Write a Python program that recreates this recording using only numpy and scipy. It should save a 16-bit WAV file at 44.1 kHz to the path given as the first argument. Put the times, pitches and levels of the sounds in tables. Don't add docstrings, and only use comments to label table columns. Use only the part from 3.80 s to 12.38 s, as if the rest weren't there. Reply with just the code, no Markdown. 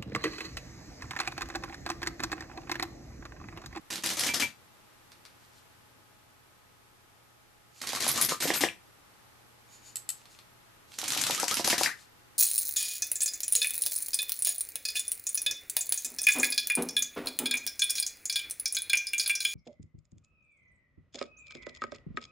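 import sys
import numpy as np
from scipy import signal
from scipy.fft import rfft, irfft, next_fast_len
from scipy.io import wavfile
from scipy.ndimage import map_coordinates

SR = 44100
rng = np.random.default_rng(int(sys.argv[2]) if len(sys.argv) > 2 else 0)


def write(x):
    x = np.atleast_2d(x).T
    wavfile.write(sys.argv[1], SR, np.round(np.clip(x, -1, 1) * 32767).astype(np.int16))


N = 378378
T = np.arange(SR // 4) / SR
TOP_HZ = 14600

# t/s, strength/dB, whirr tilt/(dB per octave), whirr resonance f/Hz
SHOT_EVENTS = [(0.103, -35, -1.6, 5600), (0.1534, -42.5, -5, 4800), (0.236, -35, 1, 5570),
               (0.301, -33.5, -0.5, 5700), (0.404, -33, -1.6, 4960), (0.464, -31.5, -1.1, 3850),
               (4.015, -38.5, -0.5, 3530), (4.0686, -35.5, 0.5, 4200), (4.121, -39.5, -2.5, 3630),
               (4.205, -37, -1, 4170), (4.243, -35, 2, 2700), (4.278, -33, -1.5, 5550),
               (4.355, -34.5, 3, 2900), (4.488, -32.5, -1.6, 6400), (4.603, -31, 5.5, 2700),
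               (4.674, -29, -1, 3330), (7.184, -41, 2, 3660), (7.24, -42, -2, 6600),
               (7.2765, -44, -5, 3800), (7.331, -40, -1.5, 5950), (7.373, -35, 0, 6700),
               (7.462, -36, -0.5, 5660), (7.545, -37, 0, 3580), (7.71, -33.5, 20, 5140),
               (7.767, -31.5, 0, 5070), (7.846, -31.5, 2.5, 5100), (7.896, -31.5, 1, 2430)]
# t/s, level/dB, knock f/Hz, ring of the backdrop level/dB
THUMP_EVENTS = [(4.1327, -21.5, 750, -6), (4.5199, -22.5, 390, -4), (4.7027, -14, 517, 3),
                (7.231, -26.5, 710, 1), (7.498, -18, 700, 2.5), (7.796, -19, 560, 4.5),
                (7.8773, -16.5, 680, 0.5)]
# t/s, level/dB, most strongly excited f/Hz, ring level/dB
CLACK_EVENTS = [(0.4903, -30, 2400, -4), (0.4993, -38, 2400, 0), (4.245, -40, 1200, 1),
                (4.3785, -38, 1230, 2), (4.3871, -35, 1130, 3), (4.7034, -22.5, 1950, -15),
                (4.753, -31.5, 2550, -16), (7.9268, -23.5, 1980, -10), (7.9425, -34, 1700, -7),
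                (7.958, -38, 1540, -3)]
# t/s, level/dB, starting f/Hz, rise/octaves
ZIP_EVENTS = [(4.147, -46, 920, .45), (7.325, -48, 1080, .3), (7.576, -40, 1030, .46),
              (7.962, -44, 1480, .5)]
# f/Hz, relative level/dB
CLICK_COLOUR = [(100, -57), (400, -20.5), (1200, 2.5), (4500, 5.5), (8000, 5), (12000, 4.5), (15000, -14)]


def shots(snap_db=-1, whirr_db=-1.5, slaps_db=-5.5):
    # f/Hz, relative level/dB
    whirr_colour = [(44, -40), (75, -11.5), (120, -5), (175, -5.5), (275, 2), (420, -4.5), (593, -5),
                    (1030, -5), (1430, -5), (1900, -1), (2650, -4), (3850, -3), (4200, -4), (4590, -2.5),
                    (6380, -2), (10800, -8.5), (12100, -7.5), (14400, -23.5)]
    out = np.zeros((2, N))
    flail = (1 - np.exp(-T / 0.026)) * fall(t60=0.064, hold=0.034)
    for s, db, tilt, hz in SHOT_EVENTS:
        snap = amp(snap_db) * burst(colour(whirr_colour, tilt=0.084), t60=0.11, hold=0.0031)
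        hiss = gliding(noise(ringing(colour(whirr_colour, tilt), hz, boost_db=-6, share=0.2)))
        whirr = amp(whirr_db) * flutter(rate=1200, depth_db=1.0) * hiss
        whirr = whirr + amp(slaps_db) * slaps(hz)
        shot = snap + low_cut(flail * whirr, hz=69.5)
        add(out, s, in_room(amp(db) * shot, wet_db=-3.0, wall_db=-11.5))
    return out


def clicks(firm_db=-15, brightens=0.13):
    # t/s, level/dB, f/Hz
    click_events = [(0.1083, -33, 4640), (0.1277, -30.5, 3200), (0.1575, -28.5, 4860), (0.1795, -35, 3500),
                    (0.2243, -41, 6720), (0.2615, -29, 4000), (0.3025, -28, 3240), (0.409, -25, 5300),
                    (0.412, -28, 4600), (0.4655, -29, 3000), (0.4699, -27, 3870), (1.3187, -46.5, 4400),
                    (1.327, -52, 4600), (4.0170, -31, 4710), (4.0721, -28, 4310), (4.0907, -28, 4410),
                    (4.1205, -34, 2840), (4.132, -28.5, 5000), (4.1605, -27.5, 3660), (4.243, -28, 7500),
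                    (4.3592, -28, 4100), (4.4929, -29.5, 6260), (4.6068, -29.5, 3840), (4.6794, -27, 3190),
                    (6.4555, -48.5, 4050), (7.1195, -46, 3300), (7.1404, -46, 4500), (7.1873, -25.5, 6340),
                    (7.2157, -29.5, 3650), (7.2387, -32, 5000), (7.2418, -29, 3050), (7.258, -34, 4500),
                    (7.2797, -26, 6500), (7.2828, -24.5, 7500), (7.3042, -23.5, 3810), (7.3346, -26, 3680),
                    (7.3752, -26, 3090), (7.4662, -26, 7890), (7.5076, -28, 5200), (7.5480, -24.5, 6700),
                    (7.5783, -29, 3670), (7.7125, -25.5, 5460), (7.7420, -23.5, 5260),
                    (7.7702, -22.5, 2900), (7.8475, -26, 5430), (7.9003, -20, 4600)]
    out = np.zeros((2, N))
    for s, db, hz in click_events:
        tilt = brightens * (db - firm_db)
        wood = ringing(colour(CLICK_COLOUR, tilt), hz, boost_db=4, share=0.3)
        click = tick(wood, t60=0.0057, hold=0.00098)
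        add(out, s, in_room(amp(db) * click, wet_db=-1.0, wall_db=-11.5))
    return out


def thumps(reach_db=4, echo_db=-10, echo_s=0.00384):
    # f/Hz, level/dB, t60/s
    cloth_modes = [(326, -16, .095), (550, -23, .11), (712, -18, .09), (980, -18, .085)]
    out = np.zeros((2, N))
    for s, db, knock_hz, ring_db in THUMP_EVENTS + landings():
        u = np.pi * (knock_hz * T - 2 / 3)
        push = (1 - 2 * u ** 2) * np.exp(-u ** 2)
        echo = amp(echo_db) * np.interp(T - echo_s, T, push, left=0)
        tone = amp(ring_db) * ring(struck(cloth_modes, knock_hz, reach_db), width_hz=4.3)
        knock = low_cut(push + echo + tone, knock_hz * 0.47)
        add(out, s, in_room(amp(db) * knock, wet_db=-8, wall_db=-25))
    return out


def landings(flight_s=0.026, level_db=-2.5, knock_hz=480, ring_db=-10):
    other_hits = np.array([hit[0] for hit in THUMP_EVENTS + CLACK_EVENTS + ZIP_EVENTS])
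    drops = []
    for s, db, *_ in SHOT_EVENTS:
        landing_s = s + flight_s
        if abs(other_hits - landing_s).min() > flight_s / 2:
            drops.append((landing_s, db + level_db, knock_hz * np.exp(rng.normal(0, 0.2)), ring_db))
    return drops


def clacks(reach_db=85):
    # f/Hz, level/dB, t60/s
    wood_modes = [(1040, -4, .15), (1204, -1, .14), (1290, -4, .1), (1556, -6, .12), (1700, -1, .12),
                  (1814, -1, .11), (1915, -3, .09), (2105, -4, .09), (2345, 2.5, .14), (2410, -2, .08),
                  (2620, -5, .06), (3120, 1, .06), (3570, 7, .05)]
    out = np.zeros((2, N))
    for s, db, hz, ring_db in CLACK_EVENTS:
        body = resonance(hz, hz * 0.28)
        chatter = tick(lambda f: body(f) ** 2, t60=0.011, hold=0.0016)
        tone = ring(struck(wood_modes, hz, reach_db), width_hz=6)
        tone = amp(ring_db) * low_cut(tone, hz / 2)
        add(out, s, in_room(amp(db) * (tone + chatter), wet_db=-8.0, wall_db=-25))
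    return out


def zips(rise_s=0.0018, bend_s=0.015):
    out = np.zeros((2, N))
    shape = (1 - np.exp(-T / rise_s)) * fall(t60=0.045, hold=0.028)
    for s, db, hz, octaves in ZIP_EVENTS:
        pitch_hz = hz * 2 ** (octaves * (1 - np.exp(-T / bend_s)))
        tone = squeal(pitch_hz, width_hz=47)
        add(out, s, in_room(amp(db) * shape * tone, wet_db=-7.5, wall_db=-16))
    return out


def pings(click_db=-8):
    # t/s, level/dB, f/Hz, t60/s
    ping_events = [(0.2615, -28.5, 10550, 0.012), (4.2798, -20, 10900, .008), (4.286, -23.5, 10600, .009),
                   (4.2898, -23.5, 11000, .012), (4.3155, -24, 11800, .012), (4.627, -36, 12120, 0.14),
                   (7.7418, -27, 10200, .008), (6.1572, -26, 7750, .004)]
    out = np.zeros((2, N))
    for s, db, hz, t60 in ping_events:
        squeak = fall(t60, hold=0.00076) * squeal(hz, width_hz=390)
        click = amp(click_db) * tick(colour(CLICK_COLOUR, tilt=2.7), t60=0.0069, hold=0.0029)
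        ping = low_cut(squeak + click, hz=700)
        add(out, s, in_room(amp(db) * ping, wet_db=-3, wall_db=-5))
    return out


def rubs(swell_s=0.025, catch_db=-6, catch_hz=3800):
    # t of the peak/s, level/dB, squeak f/Hz, squeak over rub/dB
    rub_events = [(1.641, -68.5, 2280, -15), (3.993, -57, 2290, -8), (5.945, -59.5, 2267, 1),
                  (6.394, -64, 2270, -8), (7.147, -54.5, 2240, -20), (8.074, -62, 2300, -10)]
    # f/Hz, relative level/dB
    rub_colour = [(300, -63), (2000, 3), (3000, 8), (3600, 9), (4500, 12.5), (5500, 11), (8000, 9.5),
                  (14000, -3)]
    harmonic_levels = [-15, -12, -1]
    out = np.zeros((2, N))
    middle = T.mean()
    swell = signal.windows.tukey(len(T)) / np.cosh((T - middle) / swell_s)
    for s, db, hz, squeak_db in rub_events:
        squeak = sum(amp(level) * squeal(k * hz, width_hz=97) for k, level in enumerate(harmonic_levels, 1))
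        catches = np.roll(slaps(catch_hz, span_s=middle, count=5), len(T) // 4)
        drag = noise(colour(rub_colour)) + amp(squeak_db) * squeak + amp(catch_db) * catches
        add(out, s - middle, in_room(amp(db) * swell * drag, wet_db=-7.0, wall_db=-27))
    return out


def background(air_db=-67.0, hum_db=-5):
    # f/Hz, relative level/dB
    air_colour = [(8, -38), (25, 1), (50, -9), (85, 2), (115, -2), (170, -4), (300, -4), (550, -6.5),
                  (1200, -5.5), (2500, -11), (6300, -17), (11000, -18.5), (12600, -13), (13400, -53),
                  (20000, -100)]
    # t/s, level over air_db/dB
    air_drift = [(0, 0), (1.7, .5), (2.3, -1.2), (3.7, -1.8), (5.2, .5), (8.58, .3)]
    # f/Hz, level before the hum_db trim/dB
    hum_lines = [(119, -71.5), (840, -76), (1260, -77)]
    t = np.arange(N) / SR
    mid, side = noise(colour(air_colour), size=N), noise(colour(air_colour), size=N)
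    drift_db = np.interp(t, *np.transpose(air_drift))
    air = amp(air_db + drift_db) * np.array([mid + side, mid - side])
    hum = np.zeros(N)
    for hz, db in hum_lines:
        waver = 0.5 * noise(lambda f: np.exp(-f / 2), size=N)
        hum += amp(db + hum_db) * np.sin(2 * np.pi * hz * t + waver)
    return (air + hum) * amp([[-0.6], [0.6]])


def in_room(x, wet_db, wall_db, wall_s=0.01154, wall_width_s=0.0021):
    # f/Hz, t60/s
    room_decay = [(100, 0.4), (400, 0.14), (1500, 0.24), (5000, 0.21), (13000, 0.2)]
    # f/Hz, side share
    room_spread = [(100, 0.58), (300, 0.16), (600, 0.59), (2000, 0.51), (5000, 0.53), (8500, 0.71),
                   (12500, 0.45)]
    hz, t, z = signal.stft(rng.standard_normal((2, len(T))), SR, nperseg=256)
    decay = amp(-60 * t / along(room_decay, hz)[:, None])
    tail = signal.istft(z * decay, SR, nperseg=256)[1][:, :len(T)]
    tail *= 1 - np.exp(-T / 0.0003)
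    walls = rng.standard_normal(tail.shape) * np.exp(-((T - wall_s) / wall_width_s) ** 2)
    tail = amp(wet_db) * tail / np.linalg.norm(tail[0])
    walls = amp(wall_db) * walls / np.linalg.norm(walls[0])
    mid, side = tail + walls
    side = irfft(rfft(side) * along(room_spread, np.fft.rfftfreq(len(T), 1 / SR)), len(T))
    answer = np.array([mid + side, mid - side])
    answer[:, 0] += 1
    return signal.fftconvolve(x[None], answer, axes=1)


def burst(gain, t60, hold, low_cut_hz=85):
    shape = fall(t60, hold)
    crack = low_cut(shape * noise(gain), low_cut_hz)
    return crack * np.linalg.norm(shape) / np.linalg.norm(crack)


def tick(gain, t60, hold):
    phase = np.angle(rfft(burst(gain, t60, hold)))
    spectrum = gain(np.fft.rfftfreq(len(T), 1 / SR)) * np.exp(1j * phase)
    even = irfft(spectrum, len(T)) * fall(2 * t60, 2 * hold)
    return even * np.linalg.norm(fall(t60, hold)) / np.linalg.norm(even)


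def slaps(centre_hz, span_s=0.07, scatter=0.33, cycles=12, uneven_db=5, count=9):
    out = np.zeros(len(T))
    t = T[:SR // 100]
    for _ in range(count):
        hz = min(centre_hz * np.exp(scatter * rng.normal()), TOP_HZ)
        size = amp(uneven_db * min(rng.exponential(), 2))
        slap = fall(cycles / hz)[:len(t)] * np.cos(2 * np.pi * hz * t)
        add(out, rng.uniform(0, span_s), size * slap)
    return out * np.sqrt(span_s * SR) / np.linalg.norm(out)


def flutter(rate, depth_db):
    knots = rng.standard_normal(len(T))
    return unit(amp(depth_db * map_coordinates(knots, [T * rate], order=1)))


def gliding(x, depth_db=2.7, per_octave=12, octaves_per_s=5):
    hz, t, z = signal.stft(x, SR, nperseg=512)
    octave = np.log2(hz + 1)[:, None] + rng.normal(0, octaves_per_s) * t
    peaks = map_coordinates(rng.standard_normal(len(hz)), [octave * per_octave], mode="mirror")
    return unit(signal.istft(z * amp(depth_db * peaks), SR, nperseg=512)[1][:len(x)])


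def squeal(hz, width_hz):
    wander = np.sqrt(2 * np.pi * width_hz / SR) * rng.standard_normal(len(T))
    return np.sqrt(2) * np.sin(np.cumsum(2 * np.pi * hz / SR + wander))


def struck(modes, centre_hz, reach_db):
    return [(hz, db - reach_db * np.log2(hz / centre_hz) ** 2, t60) for hz, db, t60 in modes]


def ring(modes, width_hz):
    out = np.zeros(len(T))
    for hz, db, t60 in modes:
        wander = np.sqrt(2 * np.pi * width_hz / SR) * np.cumsum(rng.standard_normal(len(T)))
        out += amp(db + rng.normal()) * fall(t60) * np.sin(2 * np.pi * hz * T + wander)
    return out


def fall(t60, hold=0):
    return 10 ** (-3 * np.maximum(T - hold, 0) / t60)


def noise(gain, size=len(T)):
    m = next_fast_len(size)
    spectrum = rfft(rng.standard_normal(m)) * gain(np.fft.rfftfreq(m, 1 / SR))
    return unit(irfft(spectrum, m)[:size])


def colour(spectrum, tilt=0):
    return lambda hz: amp(along(spectrum, hz) + tilt * np.log2(hz + 100))


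def resonance(centre_hz, width_hz):
    return lambda hz: abs(hz * width_hz / (centre_hz ** 2 - hz ** 2 + 1j * hz * width_hz))


def ringing(gain, hz, boost_db, share):
    return lambda f: gain(f) * (1 + amp(boost_db) * resonance(hz, share * hz)(f) ** 2)


def low_cut(x, hz):
    return signal.sosfilt(signal.butter(2, hz, "highpass", fs=SR, output="sos"), x)


def along(points, hz):
    f, v = np.transpose(points)
    return np.interp(np.log(hz + 1), np.log(f + 1), v)


def amp(db):
    return 10 ** (np.asarray(db) / 20)


def unit(x):
    return x / np.sqrt(np.mean(x ** 2) + 1e-20)


def add(track, s, sound):
    start = max(round(s * SR), 0)
    track[..., start:start + sound.shape[-1]] += sound[..., :N - start]


def scene():
    return shots() + clicks() + thumps() + clacks() + zips() + pings() + rubs() + background()


def record(dry, repeat_s=0.13346, first_db=(-1.7, 1.2), repeat_db=(4.8, 0.7)):
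    late = np.roll(dry, round(repeat_s * SR), axis=1)
    both = dry * amp(first_db)[:, None] + late * amp(repeat_db)[:, None]
    m = next_fast_len(N + 8192)
    hz = np.fft.rfftfreq(m, 1 / SR)
    band_limit = 1 / np.sqrt(1 + (hz / TOP_HZ) ** 200)
    return irfft(rfft(both, m) * band_limit, m)[:, :N]


dry = scene()
out = record(dry)
write(out)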